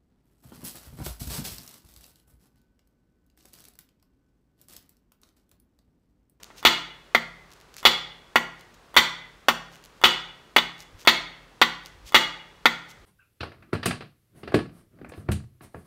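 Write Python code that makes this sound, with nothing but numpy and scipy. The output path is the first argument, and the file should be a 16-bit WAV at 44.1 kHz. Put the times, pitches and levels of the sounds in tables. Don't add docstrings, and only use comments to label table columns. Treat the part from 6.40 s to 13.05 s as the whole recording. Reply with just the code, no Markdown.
import sys
import numpy as np
from scipy import signal
from scipy.fft import rfft, irfft
from scipy.io import wavfile
from scipy.ndimage import uniform_filter1d, minimum_filter1d

SR = 44100
rng = np.random.default_rng(int(sys.argv[2]) if len(sys.argv) > 2 else 0)


def log_audio(samples):
    frames = np.atleast_2d(samples).T
    limited = np.clip(frames, -1, 1)
    pcm = np.round(limited * 32767).astype(np.int16)
    wavfile.write(sys.argv[1], SR, pcm)


N = 293346
TIME = np.arange(N) / SR

# frequency in Hz, relative spectral level in dB.
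AIR_SPECTRUM = [(20, -15), (43, 7), (65, -0.5), (100, -2.5), (200, -2.5), (450, -2), (700, -5.5),
                (1200, -4), (1900, -9), (2500, -12), (4000, -14.5), (7500, -22.5), (16000, -33)]
# start in seconds, relative level in dB.
GRIP_TICKS = [(0.0334, -26), (0.182, -33), (1.1184, -37.5), (1.137, -38), (1.2017, -37.5), (1.3668, -25),
              (2.2104, -34), (2.3434, -39), (3.3573, -34), (3.451, -32.5), (4.405, -28.5), (5.46, -29.5)]
# frequency in Hz, relative spectral level in dB.
GRIP_SPECTRUM = [(300, -36.5), (1500, -10), (2500, -2), (4000, -1), (6500, -2), (9000, -11.5), (13500, -11),
                 (16000, -17.5)]
# start in seconds, force in dB, then ring, ping and clang EQ gains in dB.
TOUCHES = [(0.103, -47, 2.5, -8.5, -9), (4.182, -15.5, -2, -2, 8)]
# start in seconds, force in dB, ring, ping and clang EQ gains in dB, grip rustle in dB.
BLOWS = [(0.251, -1, -1, 1.5, 4.5, -49.5), (0.748, -11, 6, -4, -0.5, -76),
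         (1.4523, -1.5, -1, 3, 4.5, -47.5), (1.9576, -9, 3.5, 2, -5.5, -66.5),
         (2.5653, -1, 5, -4, 4.5, -76), (3.0843, -7, -5.5, -1.5, -4.5, -56),
         (3.638, -1.37, -0.5, 5.5, 3, -68), (4.1632, -7.5, 1, 1, -3.5, -51.5),
         (4.6735, -3.5, 5, -4.5, 8, -50), (5.2154, -7, 5, -3.5, 5, -60.5), (5.745, -1.5, 3.5, 2, 3, -46.5),
         (6.2557, -8, 4.5, -6.5, 1.5, -50.5)]
HARD_BLOWS, LIGHT_TAPS = BLOWS[::2], BLOWS[1::2]
# pitch in Hz, relative level in dB, t60 in seconds.
BLOCK_MODES = [(353, -20, .08), (383, -24, .15), (533, -21, .07), (729, -15, .06), (855, -19, .13),
               (903, -12, .085), (991, -13, .085), (1138, -10, .07), (1244, -10, .07), (1330, -13, .05),
               (1386, -6, .07), (1820, -12, .085), (1912, -11.5, .075), (1985, -18, .14), (2030, -9, .07),
               (2110, -11, .06), (2168, -8.5, .06), (2544, -16, .06), (2990, -16, .06), (3500, -17, .06),
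               (3624, -13.5, .07)]
# pitch in Hz, relative level in dB, t60 in seconds.
SOCKET_MODES = [(2901, -8.5, .08), (3365, -9, .05), (3405, -4.5, .06), (4597, -16, .07), (4651, -15.5, .08),
                (13450, -28, .05), (13690, -25, .07), (13880, -27, .06), (14250, -29, .05),
                (14650, -28, .05)]
# frequency in Hz, relative spectral level in dB.
CASTING_SPECTRUM = [(200, -17), (350, -9.5), (900, 7.5), (1400, 9), (1650, 6.5), (2000, 7), (2700, 7),
                    (3600, 6.5), (4600, -0.5), (5000, -7.5), (5600, -4), (10500, -19), (12700, -17),
                    (13750, -9.5), (16000, -20.5)]
# frequency in Hz, t60 in seconds.
CASTING_T60 = [(200, 0.017), (1000, 0.0094), (3500, 0.086), (7000, .06), (14000, 0.1)]
# pitch in Hz, relative level in dB, t60 in seconds.
STAND_MODES = [(44.1, -52, 1.8), (133.6, -49, 1.3), (169, -39.5, 0.84), (231.8, -27.5, 0.28)]
# centre in seconds, half-width in seconds, relative level in dB.
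THUMPS = [(4.55, 0.042, -47), (5.58, 0.086, -55), (5.66, 0.033, -49), (6.61, 0.06, -54)]
# frequency in Hz, relative spectral level in dB.
THUMP_SPECTRUM = [(20, -37), (45, 1.5), (70, -7), (110, -9), (200, -60), (500, -86)]
# frequency in Hz, relative spectral level in dB.
ROOM_SPECTRUM = [(60, -22.5), (200, -12), (500, -15.5), (1000, -14), (2000, -14), (4000, -14), (7000, -11),
                 (14000, -19.5)]
# frequency in Hz, t60 in seconds.
ROOM_T60 = [(100, 0.4), (400, 0.61), (1000, 0.58), (2000, 0.62), (4000, 0.53), (7000, 0.45), (14000, 0.19)]


def from_db(db):
    return 10 ** (np.asarray(db) / 20)


def rms_one(x):
    return x / np.sqrt(np.mean(x ** 2) + 1e-20)


def at_hz(points, hz):
    known_hz, values = np.transpose(points)
    return np.interp(np.log(np.maximum(hz, 1)), np.log(known_hz), values)


def add(out, s, sound):
    start = max(round(s * SR), 0)
    out[start:start + len(sound)] += sound[:N - start]


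def coloured(x, spectrum):
    hz = np.fft.rfftfreq(len(x), 1 / SR)
    return rms_one(irfft(rfft(x) * from_db(at_hz(spectrum, hz)), len(x)))


def decay(t60, size):
    return np.exp(-np.log(1000) * TIME[:size] / t60)


def fade_in(rise_s, size):
    return 1 - np.exp(-(TIME[:size] / rise_s) ** 2)


def ring(hz, t60, size):
    return np.sin(2 * np.pi * hz * TIME[:size]) * decay(t60, size)


def dying_noise(spectrum, t60s, size, hold_s=0):
    t = np.maximum(TIME[:size] - hold_s, 0)
    hz = np.fft.rfftfreq(size, 1 / SR)
    white = rfft(rng.standard_normal(size))
    edges = np.geomspace(50, 17000, 27)
    out = np.zeros(size)
    for low, high in zip(edges, edges[1:]):
        gain = from_db(at_hz(spectrum, hz)) * (hz >= low) * (hz < high)
        t60 = at_hz(t60s, np.sqrt(low * high))
        band = irfft(white * gain, size) * np.exp(-np.log(1000) * t / t60)
        out += rms_one(band) * np.sqrt(np.mean(gain ** 2) / size)
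    return out


def band_eq(x, low_hz, high_hz, gain_db):
    band = signal.lfilter(*signal.butter(1, [low_hz, high_hz], "band", fs=SR), x)
    return x + (from_db(gain_db) - 1) * band


def swells(rows):
    return sum(from_db(db) * np.exp(-2 * ((TIME - s) / half_width) ** 2) for s, half_width, db in rows)


def still_air(level_db=-56):
    return from_db(level_db) * coloured(rng.standard_normal(N), AIR_SPECTRUM)


def skin_grains(per_s, spread_db):
    clicks = (rng.random(N) < per_s / SR) * rng.choice([-1, 1], N)
    sizes = from_db(spread_db * np.minimum(rng.exponential(1, N), 3))
    return coloured(clicks * sizes, GRIP_SPECTRUM)


def grip(swing_lead_s=0.062, lift_lag_s=0.25, tick_db=-3, tick_s=0.00038, creep_db=-25, creep_s=0.036):
    swings = [(s - swing_lead_s, 0.033, db) for s, *_, db in HARD_BLOWS]
    lifts = [(s + lift_lag_s, 0.027, db) for s, *_, db in LIGHT_TAPS]
    rustle = swells(swings + lifts) * skin_grains(per_s=1300, spread_db=2)
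    creep_envelope = swells([(s, creep_s, db + creep_db) for s, db in GRIP_TICKS])
    creep = creep_envelope * skin_grains(per_s=110, spread_db=4)
    tick_envelope = np.zeros(N)
    for s, db in GRIP_TICKS:
        add(tick_envelope, s, from_db(db + tick_db) * np.exp(-TIME[:SR // 20] / tick_s))
    return rustle + creep + tick_envelope * coloured(rng.standard_normal(N), GRIP_SPECTRUM)


def wood(size=8192):
    crack = from_db(-11.5) * rng.standard_normal(size) * decay(t60=0.01, size=size)
    thud = from_db(14) * ring(hz=850, t60=0.0023, size=size)
    body = from_db(2) * ring(hz=320, t60=0.0042, size=size)
    return thud - body + crack


def metal(modes, vary_db=0.83, detune=0.0031, spread_s=0.003, size=8192):
    out = np.zeros(size)
    for hz, db, t60 in modes:
        lag = int(rng.random() * spread_s * SR)
        height = from_db(db + vary_db * rng.standard_normal()) * rng.choice([-1, 1])
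        pitch_hz = hz * (1 + detune * rng.standard_normal())
        out[lag:] += height * ring(pitch_hz, t60, size - lag)
    return out


def strike(force_db, socket_db=-1.5, socket_db_per_db=0.16, chatter_s=0.01, low_cut_hz=210):
    force = from_db(force_db)
    casting = dying_noise(CASTING_SPECTRUM, CASTING_T60, size=8192, hold_s=chatter_s * force)
    socket = from_db(socket_db + socket_db_per_db * force_db) * metal(SOCKET_MODES)
    hit = wood() + from_db(0.5) * metal(BLOCK_MODES) + socket + from_db(22.5) * casting
    return force * signal.sosfilt(signal.butter(4, low_cut_hz, "high", fs=SR, output="sos"), hit)


def mallet(treble_db=3, treble_db_per_db=0.65):
    out = np.zeros(N)
    for s, force_db, ring_db, ping_db, clang_db, *_ in [*BLOWS, *TOUCHES]:
        blow = band_eq(strike(force_db), 1800, 2175, ring_db)
        blow = band_eq(blow, 2720, 3100, ping_db)
        blow = band_eq(blow, 3100, 4700, clang_db)
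        blow = band_eq(blow, 5000, 18000, treble_db + treble_db_per_db * force_db)
        add(out, s, blow)
    return out


def pre_echoes(lead_s=0.0228, first_db=-26, second_db=-29, size=8192):
    out = np.zeros(N)
    blip = ring(hz=1100, t60=0.008, size=size)
    for s, *_ in HARD_BLOWS:
        for ahead_s, level_db in ((lead_s, first_db), (lead_s / 2, second_db)):
            ghost_ring = from_db(-12) * (metal(BLOCK_MODES) + metal(SOCKET_MODES))
            burst = from_db(-13) * rng.standard_normal(size) * decay(t60=0.012, size=size)
            add(out, s - ahead_s, from_db(level_db) * (blip + ghost_ring + burst))
    return out


def stand_hum(hum_db_per_db=0.23, rise_s=0.0026, size=65536):
    out = np.zeros(N)
    hum = sum(from_db(db) * ring(hz, t60, size) for hz, db, t60 in STAND_MODES) * fade_in(rise_s, size)
    for s, force_db, *_ in BLOWS:
        add(out, s, from_db(hum_db_per_db * force_db) * hum)
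    return out


def air_puffs(full_force_db=-26.5, puff_db_per_db=2.9, lag_s=0.007):
    out = np.zeros(N)
    puff = ring(hz=58, t60=0.11, size=8192)
    for s, force_db, *_ in BLOWS:
        add(out, s + lag_s, from_db(full_force_db + puff_db_per_db * force_db) * puff)
    return out


def soft_thumps(gain_db=1):
    return from_db(gain_db) * swells(THUMPS) * coloured(rng.standard_normal(N), THUMP_SPECTRUM)


def workshop_echo(x, near_db=2, near_t60=0.29, size=32768):
    near = dying_noise(ROOM_SPECTRUM, [(1000, near_t60)], size) * fade_in(rise_s=0.012, size=size)
    far = dying_noise(ROOM_SPECTRUM, ROOM_T60, size) * fade_in(rise_s=0.016, size=size)
    return x + signal.fftconvolve(x, from_db(near_db) * near + far)[:len(x)]


def scene():
    air = still_air()
    room_send = mallet() + pre_echoes() + grip()
    return (workshop_echo(room_send) + stand_hum() + air_puffs() + soft_thumps() + air)[None]


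def limiter(x, ceiling_db=-0.5, release_db_per_s=900):
    over_db = np.maximum(20 * np.log10(np.abs(x[0]) + 1e-9) - ceiling_db, 0)
    release_db = release_db_per_s * TIME
    reduction_db = np.maximum.accumulate(over_db + release_db) - release_db
    look_ahead_db = minimum_filter1d(-reduction_db, size=21)
    return x * from_db(uniform_filter1d(look_ahead_db, size=21))


def record(dry):
    cutoff_hz = 15650
    return signal.sosfilt(signal.ellip(10, .1, 80, cutoff_hz, fs=SR, output="sos"), limiter(dry))


dry = scene()
out = record(dry)
log_audio(out)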